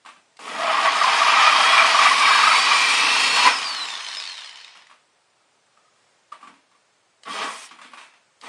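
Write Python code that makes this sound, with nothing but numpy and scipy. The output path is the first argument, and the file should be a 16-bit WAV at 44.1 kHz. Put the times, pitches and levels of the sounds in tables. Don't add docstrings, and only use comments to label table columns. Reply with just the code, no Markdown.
import sys
import numpy as np
from scipy import signal
from scipy.fft import rfft, irfft, next_fast_len
from scipy.io import wavfile
from scipy.ndimage import uniform_filter1d, map_coordinates

SR = 44100
rng = np.random.default_rng(int(sys.argv[2]) if len(sys.argv) > 2 else 0)


def generate_wav(signal):
    frames = np.transpose(np.atleast_2d(signal))
    scaled = np.clip(frames, -1, 1) * 32767
    pcm = np.round(scaled).astype(np.int16)
    wavfile.write(sys.argv[1], SR, pcm)


def volts_from_decibels(level):
    exponent = np.asarray(level, float) / 20
    return 10 ** exponent


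N = 373968

# f/Hz, density/dB per Hz
HUSH = [(30, -46.5), (110, -12.5), (250, -13.5), (600, -7), (1100, -8.5), (2000, -11.5), (4000, -15.5),
        (8000, -16.5), (9500, -23), (12000, -31.5)]
HUSH_DB, HUSH_SWAY_DB = -64, .3
# t/s, level over the hush/dB, half length/s
RUSTLE = (6.05, 2, .15)

# t/s, peak level/dB, bright level/dB, boom level/dB
KNOCKS = [(0.049, -35.5, -9, -27), (0.059, -28.5, -7.5, -31), (0.087, -33.5, -7, -38),
          (0.161, -43.5, -6, -16), (0.392, -36, -12, -31), (4.751, -41, -1, -28), (4.897, -40, -5, -30),
          (4.91, -41.5, -5, -30), (6.319, -34, -6.5, -33), (6.324, -25.5, -21, -36), (6.34, -41, -12, -29),
          (6.409, -43, -4, -23), (6.428, -29.5, -15, -26), (6.44, -36, -11, -25), (6.472, -29, -13, -20.5),
          (6.489, -39.5, -9, -16), (6.539, -46, -5, -19), (6.714, -49.5, -8, -27), (6.749, -50.5, -9, -27),
          (7.259, -33, -12, -18), (7.277, -20, -19, -16), (7.71, -31.5, -5.5, -23), (7.787, -33.5, -9, -26),
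          (7.814, -37, 0.5, -31), (7.844, -40, -1, -14), (7.916, -43, -2, -28), (7.934, -25.5, -11, -34),
          (7.972, -37, -1, -29), (7.98, -35, -2, -31), (8.01, -42, 3, -30), (8.136, -49.5, 0, -30),
          (8.436, -30.5, -17, -20)]
# t/s, peak level/dB
TAPS = [(5.404, -54.5), (5.49, -59), (5.547, -56), (5.68, -56.5), (5.772, -43), (5.849, -55), (5.875, -58),
        (5.959, -52)]
TAP_BRIGHT_DB, TAP_BOOM_DB, TAP_HZ, KNOCK_HZ, KNOCK_SPREAD_HZ = -16.5, -31.5, 1240, 1140, 31
SCUFF_S, SCUFF_S_PER_DB, DULL_DB = .18, 0.014, -14

# t/s, peak level/dB
SWITCH = [
    (0.369, -34),
    (7.234, -28.5),
    (8.4127, -30),
]
# t/s, peak level/dB, f/Hz
EARLY_LASH = [(3.5722, -27, 2353), (3.5872, -19, 3000), (3.5976, -22.5, 2300), (3.6164, -19, 3720),
              (3.6287, -18, 3160), (3.642, -19.5, 3204), (3.6696, -20, 2930), (3.709, -25, 2440),
              (3.7269, -22.5, 3060), (3.7479, -17.5, 3020), (3.764, -29, 2605), (3.7923, -26, 3377),
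              (3.8412, -24, 3040), (3.8535, -20, 3030), (3.8856, -18.5, 2586), (3.903, -20, 3660),
              (3.9164, -31, 3594), (3.9384, -24, 3513), (3.9524, -20.5, 3510), (3.9744, -24, 3696)]
# t/s, peak level/dB, f/Hz
LASH = [(4.0063, -26, 2560), (4.0465, -27, 3100), (4.0644, -25.5, 3100), (4.0748, -32, 3190),
        (4.0857, -24.5, 4240), (4.0989, -30, 3720), (4.1148, -30, 4240), (4.1284, -29, 2990),
        (4.1373, -28, 4240), (4.1488, -25.5, 3640), (4.159, -33, 3750), (4.1693, -26, 3650),
        (4.184, -33, 5100), (4.1998, -26, 3740), (4.2101, -29, 4220), (4.2225, -27, 3800),
        (4.2379, -27, 3625), (4.2531, -29, 3750), (4.2633, -27.5, 3730), (4.2744, -27, 4140),
        (4.2885, -34, 4210), (4.2962, -28, 3140), (4.3169, -32, 4170), (4.3287, -32, 3750),
        (4.3414, -34, 3770), (4.3523, -34, 3850), (4.3703, -33, 3150), (4.3786, -30, 3080),
        (4.3888, -30, 3700), (4.4069, -32, 3430), (4.4191, -34, 2940), (4.4343, -37, 4250),
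        (4.4447, -31, 3320), (4.4589, -34, 4220), (4.4746, -34, 3030), (4.4928, -32, 3090),
        (4.5276, -35, 1910)]
# t/s, peak level/dB, f/Hz
LAST_TEETH = [(4.557, -25, 3060), (4.572, -27, 2950), (4.601, -32, 4410), (4.6112, -27, 4170),
              (4.6453, -25, 3700), (4.6789, -29, 2200), (4.7108, -41, 3760), (4.7715, -32, 2900),
              (4.821, -36, 1763), (4.869, -34, 1956)]

# t/s, tooth rate f/Hz
SPEED = [(0.401, 1488), (1.2, 3482), (1.52, 3885), (1.849, 4334), (2.2, 4586), (2.6, 4902), (2.849, 5186),
         (3.12, 5363), (3.302, 5406), (3.519, 5405), (3.65, 4816), (3.841, 3900), (4.07, 3020),
         (4.239, 2345), (4.421, 1776), (4.549, 1377), (4.951, 404)]
ON_S, OFF_S, REST_S, LET_GO_S = .39, 3.524, 4.98, 0.0617
FULL_HZ, STALL_HZ = 5400, 420

# f/Hz, width/Hz, level over the broad colour/dB
WHOLE_WALL = [(671, 40, 11), (808, 71, 9), (950, 110, 7.5), (1112, 75, 9), (1210, 43, 8), (1260, 48, 7),
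              (1700, 22, 4.5), (1944, 170, 4.5), (2357, 61, 3.5)]
# f/Hz, width/Hz, level over the broad colour/dB
CUT_WALL = [(820, 32, 3), (974, 170, 10.5), (1131, 66, 14.5), (1240, 54, 11), (1337, 42, 8), (1560, 210, 7),
            (2000, 79, 7.5), (2364, 130, 9.5)]
# t/s, share of the kerf that is through
CUT = [(0, 0), (.9, 0), (1.3, 0.38), (2.08, 0.36), (2.2, 1.01), (5, 0.48), (6, 0.29), (8.48, 0.074)]
# f/Hz, density/dB per Hz
BITE = [(300, -46), (520, -27), (620, -8), (1100, -3.5), (2400, -6), (3500, -9.5), (5000, -40.5)]
# t/s, level of the bite/dB
FEED = [(.39, -43), (.5, -33), (.66, -23), (1.14, -18), (1.45, -17), (2.56, -18), (2.63, -23), (3.3, -25.5),
        (3.55, -23.5)]
# t/s, level over the feed/dB, half length/s
GRABS = [(0.717, 2, 0.062), (0.861, 4.5, 0.038), (0.944, -1.5, 0.042), (1.452, 3, 0.066),
         (1.545, -2, 0.032), (1.78, 2, 0.073), (2.043, 2.5, 0.044), (2.166, -4, 0.048), (2.734, 3.5, 0.046),
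         (3.25, 1, 0.032), (3.333, -3, 0.045), (3.385, 4, 0.021), (3.5, 8.5, 0.064)]

# f/Hz, width/Hz, level/dB
HOUSING = [(1000, 190, 9.5), (1730, 90, -9), (1913, 66, 8.5), (2200, 25, 0), (2404, 50, 7.5),
           (2550, 220, 4.5), (2990, 160, 5), (3253, 110, 6), (3776, 70, 6.5), (4450, 200, 4.5),
           (4790, 87, 6), (5127, 150, 6), (5920, 34, -1.5)]
# f/Hz, width/Hz, level/dB
LOOSE = [(970, 205, 9), (1850, 150, 5), (3020, 310, 6), (3750, 220, 5), (4240, 200, 7), (5200, 440, 8.5)]
# f/Hz, density/dB per Hz
RATTLE = [(300, -50.5), (500, -21), (800, -9.5), (2200, -3), (4200, -6), (5600, -10.5), (7000, -14),
          (9500, -43.5)]
GEAR_DB, GEAR_LAG_DB, GEAR_RISE_S, GEAR_GRAB = -18, 27, 0.33, 0.36

# f/Hz, density/dB per Hz
FAN = [(3500, -29.5), (5500, 1.5), (7000, 0.5), (9000, 2), (10000, -5.5), (12500, 6), (13600, -3.5),
       (14200, -21), (15500, -34)]
FAN_DB, FAN_POWER, FAN_LAG_DB, FAN_RISE_S = -30.5, 1.47, 10, 0.036

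# f/Hz, density/dB per Hz
BOOM = [(15, -62.5), (25, -27), (59, -24.5), (112, -22), (193, -5), (292, 1.5), (373, -7.5), (430, 2.5),
        (550, -0.5), (720, -29.5), (1210, -120)]
BOOM_DB, BOOM_LAG_DB, BOOM_RISE_S, HOLE_DB, HOLE_S = -44.5, 14, 0.064, 2, 3.0
# t/s, level over the boom/dB, half length/s
THUMP = (3.48, 13, 0.026)

# level at full speed/dB, power of speed
IDLE = [
    (-28, 2.44),
    (-29, 0.94),
    (-38, 2),
    (-49.5, 2.53),
]
# t/s, bite level/dB, rattle level/dB
BLIPS = [
    [(7.25, -54, -48), (7.278, -33.5, -50), (7.304, -35.5, -35), (7.404, -28, -30), (7.445, -26, -31),
     (7.49, -30.5, -38), (7.648, -50.5, -41), (7.72, -60, -51), (7.78, -58, -73)],
    [(8.42, -54, -51), (8.434, -43.5, -48), (8.468, -43, -37), (8.48, -33, -44)],
]
# t on/s, t off/s, level/dB
BLIP_HISS = [
    (7.302, 7.663, -43.5),
    (8.441, 8.6, -52),
]
BLIP_BOOM_DB, HISS_EDGE_DB_PER_S = -16, 597.5

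# ratio to the tooth rate, f/Hz, level/dB, half width/Hz
DRIVEN = [(1, 4420, -34.5, 100), (0.95, 4570, -30.5, 74), (0.97, 4780, -38.5, 110), (.93, 4380, -33.5, 100),
          (.8, 3170, -31.5, 130), (.8, 3345, -28, 79.96), (.8, 3730, -32, 80), (.8, 3910, -33, 100.5),
          (.8, 4120, -36, 98.7), (.8, 4330, -32, 70), (.5, 2302, -34, 149.4), (.5, 2512, -34, 99.6),
          (.5, 2690, -29, 99.9)]
# ratio to the tooth rate, f/Hz, level/dB, half width/Hz
FREE = [(1, 5370, -29.5, 90), (1, 5200, -32, 100), (1, 4760, -33, 120), (1, 4510, -33, 157.4),
        (1, 4230, -35.5, 149.3), (1, 3986, -33.5, 110), (1, 3501, -45, 471), (2, 7507, -50, 999),
        (2, 6126, -47, 399), (2, 5150, -38, 240), (2, 4380, -40, 270), (2, 3720, -46, 359),
        (3, 5102, -50, 290), (.5, 2500, -38.5, 200), (.93, 4830, -39, 150.1)]
COAST = (1, 0.33)
# tooth rate f/Hz, level/dB, half width/Hz
IDLER = (5800, -40.5, 450)

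# t/s, f/Hz, level/dB, half length/s
CHATTER = [(0.639, 688, -25.5, 0.031), (0.702, 648, -23.5, 0.026), (0.746, 1052, -23.5, 0.036),
           (0.801, 1160, -29, 0.12), (0.888, 1940, -27.5, 0.029), (1.283, 2454, -22.5, 0.031),
           (1.431, 1960, -25, 0.045), (1.434, 1207, -24, 0.073), (1.434, 2411, -24, 0.15),
           (1.666, 1894, -25, 0.03), (1.736, 2387, -24.5, 0.1), (1.797, 2364, -17.5, 0.029),
           (2.023, 1910, -26.5, 0.087), (2.061, 2327, -22, 0.034), (2.073, 1160, -18.5, 0.015),
           (2.075, 1996, -24.5, 0.068), (2.241, 2300, -21, 0.038), (2.316, 1670, -21.5, 0.041),
           (2.322, 2350, -24.5, 0.033), (2.371, 1622, -25.5, 0.035), (2.453, 2666, -27.5, 0.055),
           (2.482, 2186, -25.5, 0.07), (2.543, 2192, -24, 0.084), (2.664, 2330, -26, 0.026),
           (2.766, 2350, -22.5, 0.085), (2.859, 2373, -23, 0.11), (2.99, 2368, -25.5, 0.058),
           (3.396, 994, -24.5, 0.05), (3.439, 2665, -29.5, 0.061), (3.468, 989, -15, 0.033),
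           (3.486, 1981, -22.5, 0.029), (3.498, 1460, -25, 0.027), (3.498, 2454, -27.5, 0.034)]
# t/s, f/Hz, level/dB, half
# length/s
MORE_CHATTER = [(.455, 1096, -38.5, .012), (.485, 1090, -39, .012), (.51, 2000, -41, 0.017),
                (.6, 656, -35.5, 0.035), (1.3, 2700, -25, 0.046), (1.5, 1340, -27, .05),
                (1.8, 1330, -21.5, 0.051), (2.3, 1553, -26, .04), (2.45, 1613, -24, .05),
                (3.01, 3780, -29, .015), (.55, 620, -43, 0.046), (4.914, 1345, -52, .008),
                (5.78, 1232, -66.5, 0.028), (5.86, 1240, -66, .03), (6.327, 1173, -38, .003),
                (7.31, 1131, -32.5, 0.022), (7.32, 3160, -38, 0.023), (7.282, 1130, -35, 0.006),
                (7.385, 1126, -38, .012), (7.42, 3160, -36, 0.038), (7.445, 1120, -34.5, .02),
                (7.48, 1120, -32.5, 0.031), (7.54, 1099, -43, .03)]
CHATTER_DB, CHATTER_SPREAD, CHATTER_SHAKE_DB = -3.5, .02, 2.5
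CHATTER_BEAT, CHATTER_TEETH = .6, 36

# t/s, peak level/dB, f/Hz
SLAPS = [(0.6956, -14, 1280), (0.7889, -15.5, 1142), (0.8762, -11, 1100), (0.957, -15.5, 1234),
         (1.0146, -10, 1205), (1.0433, -9.5, 1050), (1.0771, -10.5, 1076), (1.2172, -10.5, 1140),
         (1.2659, -11, 1125), (1.2873, -8.5, 1210), (1.3364, -11, 1210), (1.3701, -9, 1213),
         (1.4259, -8, 1221), (1.4739, -11, 1284), (1.5267, -14.5, 1270), (1.5479, -13, 1102),
         (1.6365, -12, 1307), (1.6761, -12.5, 1103), (1.734, -8.5, 1130), (1.7713, -11.5, 1185),
         (1.8175, -12.5, 1120), (1.846, -11, 1118), (1.9448, -8, 1174), (1.9902, -9, 1133),
         (2.0165, -11, 1156), (2.0525, -8, 1182), (2.1122, -8.5, 1120), (2.157, -16, 1128),
         (2.2066, -10, 1174), (2.2367, -6.5, 1125), (2.2827, -13, 1285), (2.3114, -8.5, 1117),
         (2.3561, -12, 1120), (2.3941, -9.5, 1132), (2.434, -6.5, 1210), (2.4725, -8, 1210),
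         (2.5096, -9.5, 1290), (2.5465, -10, 1110), (2.583, -11, 1120), (2.6707, -11.5, 1147),
         (2.7165, -11.5, 1220), (2.7455, -9, 1117)]
SLAP_DB, SLAP_RISE_S, SLAP_T60, SLAP_SPREAD = 2.5, .003, .075, .035

# f/Hz, decay time t60/s
SHED = [(200, 0.32), (1500, 0.19), (9000, 0.28)]

# t from/s, t to/s
SWAPS = [
    (.39, 2.53),
    (7.24, 8.6),
]
STAND_IN_HZ, STAND_IN_DB, STAND_IN_POWER = 9819, 7.5, 1.146


def unit(x):
    return x / np.sqrt(np.mean(x ** 2) + 1e-20)


def along(points, hz):
    f, v = np.transpose(points)
    return np.interp(np.log(hz + 1), np.log(f + 1), v)


def wobble(rate):
    at = np.arange(0, N + 32, 32)
    knots = rng.standard_normal(N // 100)
    return np.interp(np.arange(N), at, map_coordinates(knots, [at * rate / SR]))


def filtered(x, response):
    m = next_fast_len(len(x) + SR // 2)
    return irfft(rfft(x, m) * response(np.fft.rfftfreq(m, 1 / SR)), m)[:len(x)]


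def coloured_noise(spectrum):
    return unit(filtered(rng.standard_normal(N), lambda f: volts_from_decibels(along(spectrum, f))))


def peak(f, hz, width):
    return 1j * f * width / (hz * hz - f * f + 1j * f * width)


def body(modes, spectrum):
    def response(f):
        resonances = sum((volts_from_decibels(db) - 1) * peak(f, hz, w) for hz, w, db in modes)
        return volts_from_decibels(along(spectrum, f)) * (1 + resonances)
    return response


def hump(x, centre, height, half):
    return height * np.exp(-((x - centre) / half) ** 2)


def hush():
    level_db = HUSH_DB + HUSH_SWAY_DB * wobble(2.3) + hump(np.arange(N) / SR, *RUSTLE)
    return volts_from_decibels(level_db) * coloured_noise(HUSH)


def knocks():
    push, t = np.zeros((4, N + SR)), np.arange(SR // 3) / SR
    rows = [(*row, KNOCK_HZ) for row in KNOCKS]
    rows += [(s, db, TAP_BRIGHT_DB, TAP_BOOM_DB, TAP_HZ) for s, db in TAPS]
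    for s, db, bright_db, boom_db, hz in rows:
        hz = hz + KNOCK_SPREAD_HZ * rng.standard_normal()
        t60 = SCUFF_S + SCUFF_S_PER_DB * max(bright_db - DULL_DB, 0)
        scuff = (volts_from_decibels(-60 * t / 0.024) + .5 * volts_from_decibels(-60 * t / t60)) * (1 - np.exp(-t / 0.003))
        ping = np.sin(2 * np.pi * hz * t) * volts_from_decibels(-60 * t / 0.021) * (1 - np.exp(-t / 0.0037))
        rub = volts_from_decibels([[0], [bright_db], [boom_db]]) * scuff * rng.standard_normal((3, len(t)))
        start = round(s * SR)
        push[:, start:start + len(t)] += volts_from_decibels(db) * np.vstack([rub, ping])

    def wall_response(f):
        modes = peak(f, 1090, 190) + 0.61 * peak(f, 940, 150) + 0.27 * peak(f, 790, 120)
        return peak(f, 760, 950) * modes

    def scrape_response(f):
        modes = .5 * peak(f, 2350, 190) + 0.099 * peak(f, 3150, 200) + 0.16 * peak(f, 5900, 4000)
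        return peak(f, 1630, 3050) ** 2 + modes

    ring = filtered(push[0], wall_response)
    scrape = filtered(push[1], scrape_response)
    boom = filtered(push[2], lambda f: peak(f, 250, 128) ** 2 + .07 * peak(f, 100, 70) ** 2)
    return (volts_from_decibels(4.5) * ring + volts_from_decibels(7.5) * scrape + volts_from_decibels(25.5) * boom + volts_from_decibels(6.5) * push[3])[:N]


def ticks(rows, ping):
    out, t = np.zeros(N), np.arange(800) / SR
    for s, db, hz in rows:
        tone = .8 * np.sin(2 * np.pi * hz * t)
        for ratio in rng.uniform([.5, 1.15], [.8, 1.4]):
            tone = tone + .4 * np.sin(2 * np.pi * ratio * hz * t)
        noise = (1.05 - .5 * ping) * rng.standard_normal(len(t))
        tick = ping * tone * volts_from_decibels(-60 * t / .022) + noise
        envelope = volts_from_decibels(db + 1.5 - 60 * t / 0.024) * (1 - np.exp(-t / 0.00081))
        out[round(s * SR):][:len(t)] += envelope * tick
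    return filtered(out, lambda f: (f / 900) ** 2 / (1 + (f / 900) ** 2) / (1 + (f / 7000) ** 4))


def trigger():
    return ticks([(s, db, 4400) for s, db in SWITCH], ping=.4)


def gear_teeth():
    rows = [(s, db + 4, hz) for s, db, hz in EARLY_LASH]
    rows += [(s, db + 9, hz) for s, db, hz in LASH]
    return ticks(rows + list(LAST_TEETH), ping=1)


def speed():
    t = np.arange(N) / SR
    s, hz = np.transpose(SPEED)
    tooth = np.interp(t, np.r_[s, 7.2], np.r_[hz, 2000])
    current = np.clip((OFF_S + LET_GO_S - t) / (2 * LET_GO_S), 0, 1) * (t > ON_S)
    return t, tooth, current


def curves(*tables):
    t = np.arange(N) / SR
    out = np.full((len(tables[0][0]) - 1, N), -120.)
    for rows in tables:
        s, *cols = np.transpose(rows)
        inside = (t >= s[0]) & (t <= s[-1])
        out[:, inside] = [np.interp(t[inside], s, c) for c in cols]
    return uniform_filter1d(out, size=128, axis=1)


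def levels():
    t, tooth, current = speed()

    def lag(db, rise_s):
        return db * np.exp(-np.abs(t - ON_S) / rise_s)

    grab = sum(hump(t, *row) for row in GRABS)
    speed_db = 20 * np.log10(tooth / FULL_HZ)
    driven = [np.interp(t, *np.transpose(FEED)) + grab,
              GEAR_DB - lag(GEAR_LAG_DB, GEAR_RISE_S) + GEAR_GRAB * grab,
              FAN_DB + FAN_POWER * speed_db - lag(FAN_LAG_DB, FAN_RISE_S),
              BOOM_DB - lag(BOOM_LAG_DB, BOOM_RISE_S) + HOLE_DB * (t > HOLE_S) + hump(t, *THUMP)]
    left_db = 20 * np.log10(np.clip((tooth - STALL_HZ) / (FULL_HZ - STALL_HZ), 1e-3, 1))
    idle = [db + power * left_db for db, power in IDLE]
    run = current * np.array(driven) + (1 - current) * np.array(idle)
    run = np.where((t > ON_S) & (t < REST_S), run, -120)
    bite_db, rattle_db = curves(*BLIPS)
    hisses = []
    for on, off, db in BLIP_HISS:
        outside_s = np.clip(np.maximum(on - t, t - off), 0, 1)
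        hisses.append(db - HISS_EDGE_DB_PER_S * outside_s)
    blips = [bite_db, rattle_db, np.max(hisses, axis=0), bite_db + BLIP_BOOM_DB]
    return uniform_filter1d(np.maximum(run, blips), size=128, axis=1)


def bursts(rate_hz, t60, spread_db, slip, share):
    turns = np.cumsum(rate_hz * (1 + slip * wobble(150))) / SR
    hit = np.diff(np.floor(turns), prepend=0) > 0
    t = np.arange(1500) / SR
    shape = volts_from_decibels(-60 * t / t60) * (1 - np.exp(-t / 0.00071))
    gate = signal.fftconvolve(hit * volts_from_decibels(spread_db * rng.standard_normal(N)), shape)[:N]
    gate = gate / np.sqrt(np.abs(uniform_filter1d(gate ** 2, size=SR // 8)) + 1e-9)
    share = np.clip(share, 0, 1)
    return (share * gate + 1 - share) * rng.standard_normal(N)


def saw_bite():
    t, tooth, _ = speed()
    teeth_in = bursts(tooth / 12, t60=0.0077, spread_db=-0.5, slip=0.46, share=0.3)
    cut = np.interp(t, *np.transpose(CUT))
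    whole = unit(filtered(teeth_in, body(WHOLE_WALL, BITE)))
    opened = unit(filtered(teeth_in, body(CUT_WALL, BITE)))
    return (1 - cut) * whole + cut * opened


def gear_rattle():
    t, tooth, current = speed()
    share = np.clip(.8 - tooth / 8000, .1, .55) * np.clip(tooth / 2200, 0, 1) * (.5 + .2 * current)
    lash = bursts(tooth / 26, t60=.022, spread_db=4, slip=.4, share=share)
    slack = np.interp(t, [3.5, 3.7, 4.6, 5], [0, 1, 1, 0])
    loaded = unit(filtered(lash, body(HOUSING, RATTLE)))
    loose = unit(filtered(lash, body(LOOSE, RATTLE)))
    return (1 - slack) * loaded + slack * loose


def drill():
    bite_db, rattle_db, fan_db, boom_db = levels()
    tooth = speed()[1]
    turn = np.cos(2 * np.pi * np.cumsum(tooth / 186) / SR + 1.5 * wobble(6.7))
    throb_db = .7 * turn + .8 * wobble(50)
    bite = volts_from_decibels(bite_db - 2.0 + throb_db) * saw_bite()
    rattle = volts_from_decibels(rattle_db - 3.0 + 0.22 * turn) * gear_rattle()
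    fan = volts_from_decibels(fan_db + 1.5 + 0.74 * turn + 1.2 * wobble(30)) * coloured_noise(FAN)
    boom = volts_from_decibels(boom_db + 1.0 + 0.35 * turn) * coloured_noise(BOOM)
    return bite + rattle + fan + boom


def whine(hz, db, rough):
    phase = 2 * np.pi * np.cumsum(hz * (1 + rough * wobble(90))) / SR
    return np.sqrt(2) * volts_from_decibels(db + .9 * wobble(70)) * np.sin(phase)


def gears():
    t, tooth, current = speed()
    idle = (1 - current) * (t > ON_S) * (t < REST_S)

    def swell(rows, ratio):
        return sum(hump(ratio * tooth, hz, volts_from_decibels(db), w) for r, hz, db, w in rows if abs(r - ratio) < .03)

    def level_db(ratio):
        return 20 * np.log10(current ** 2 * swell(DRIVEN, ratio) + idle * swell(FREE, ratio) + 1e-6)

    out = np.zeros(N)
    for ratio, rough in [(1, .004), (3, .006), (2, .006), (.8, .002), (.93, .002)]:
        out = out + whine(ratio * tooth, level_db(ratio), rough)
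    growl_db = level_db(.5)
    beat = 1 + 1.6 * np.cos(2 * np.pi * np.cumsum(tooth / 88) / SR)
    out = out + beat * whine(.5 * tooth, growl_db - 2.0, rough=0.0033)
    out = out + whine(tooth / 38, 2.5 * growl_db + 12.0, rough=0.033)
    idler_hz, idler_db, idler_half_hz = IDLER
    free = idle * hump(tooth, idler_hz, 0.89, idler_half_hz)
    out = out + free * sum(whine(ratio * tooth, idler_db, rough=.002) for ratio in COAST)
    housing = body(HOUSING, [(100, 0)])
    return filtered(out, lambda f: .9 + .06 * housing(f))


def chatter():
    out, drift = np.zeros(N), wobble(160)
    throb_phase = 2 * np.pi * np.cumsum(speed()[1] / CHATTER_TEETH) / SR + 1.5 * wobble(30)
    shake = volts_from_decibels(CHATTER_DB + CHATTER_SHAKE_DB * wobble(120))
    shake = shake * (1 + CHATTER_BEAT * np.cos(throb_phase))
    for s, hz, db, half in list(CHATTER) + list(MORE_CHATTER):
        at = np.arange(round((s - .25) * SR), round((s + .25) * SR))
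        phase = 2 * np.pi * np.cumsum(hz * (1 + CHATTER_SPREAD * drift[at])) / SR
        out[at] += hump(at / SR, s, volts_from_decibels(db), half) * shake[at] * np.sqrt(2) * np.sin(phase)
    return out


def slaps():
    out, t, drift = np.zeros(N), np.arange(SR // 10) / SR, wobble(200)
    for s, db, hz in SLAPS:
        start = round((s - SLAP_RISE_S) * SR)
        at = slice(start, start + len(t))
        phase = 2 * np.pi * np.cumsum(hz * (1 + SLAP_SPREAD * drift[at])) / SR
        envelope = volts_from_decibels(db + SLAP_DB - 60 * t / SLAP_T60) * (1 - np.exp(-t / SLAP_RISE_S))
        out[at] += envelope * np.sin(phase)
    return out


def shed(x):
    hz, t, z = signal.stft(rng.standard_normal(SR // 2), SR, nperseg=256)
    tail = signal.istft(z * volts_from_decibels(-60 * t / along(SHED, hz)[:, None]), SR, nperseg=256)[1]
    return signal.fftconvolve(np.pad(x, (300, 0)), tail / np.linalg.norm(tail))[:N]


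def scene():
    taps = knocks() + trigger() + gear_teeth()
    machine = drill() + gears() + chatter() + slaps()
    return (hush() + taps + volts_from_decibels(-5) * shed(taps) + machine)[None]


def treble_strips_db(hz, shape):
    field = uniform_filter1d(rng.standard_normal(shape), size=2, axis=0)
    field = unit(uniform_filter1d(field, size=14, axis=1))
    seams = np.abs(peak(hz, 6150, 150)) + 1.2 * np.abs(peak(hz, 6800, 150)) + .7 * np.abs(peak(hz, 7700, 200))
    bar = along([(1500, 2.9), (3800, 2.3), (5300, 1.7), (5700, 1.0), (8600, .95), (9300, 2.6), (10100, 3),
                 (10300, .7), (11300, 1.2)], hz)
    return -200 * np.clip(field - (bar - .7 * seams)[:, None], 0, .2)


def low_pass(x):
    return signal.sosfilt(signal.butter(12, 15560, fs=SR, output="sos"), x)


def record(dry):
    soft = dry[0] / (1 + np.abs(dry[0] / 1.1) ** 4) ** .25
    no_bass = filtered(soft, lambda f: 1 / (1 + (40 / (f + 1)) ** 2))
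    hz, t, z = signal.stft(no_bass, SR, nperseg=1024)
    local = uniform_filter1d(np.abs(z), size=9, axis=0) + 1e-12
    contrast = along([(500, .1), (3000, .25), (6000, .4), (12000, .3)], hz)[:, None]
    z = z * (np.abs(z) / local + 1e-3) ** contrast
    swapped = np.any([(t > start) & (t < end) for start, end in SWAPS], axis=0)
    top = (hz > 9330) & (hz < 10200)
    band = uniform_filter1d(np.sum(np.abs(z[top]) ** 2, axis=0), size=5) ** (STAND_IN_POWER / 2)
    clock = np.arange(N) / SR
    tone = volts_from_decibels(STAND_IN_DB) * np.interp(clock, t, band * swapped)
    shelf_db = -26 * (hz > 10120)[:, None]
    gain_db = treble_strips_db(hz, z.shape) + shelf_db - 8.3 * np.outer(top, swapped)
    mix = signal.istft(z * volts_from_decibels(gain_db), SR, nperseg=1024)[1][:N]
    mix = mix + np.sqrt(2) * tone * np.sin(2 * np.pi * STAND_IN_HZ * clock)
    return low_pass(mix[None])


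dry = scene()
out = record(dry)
generate_wav(out)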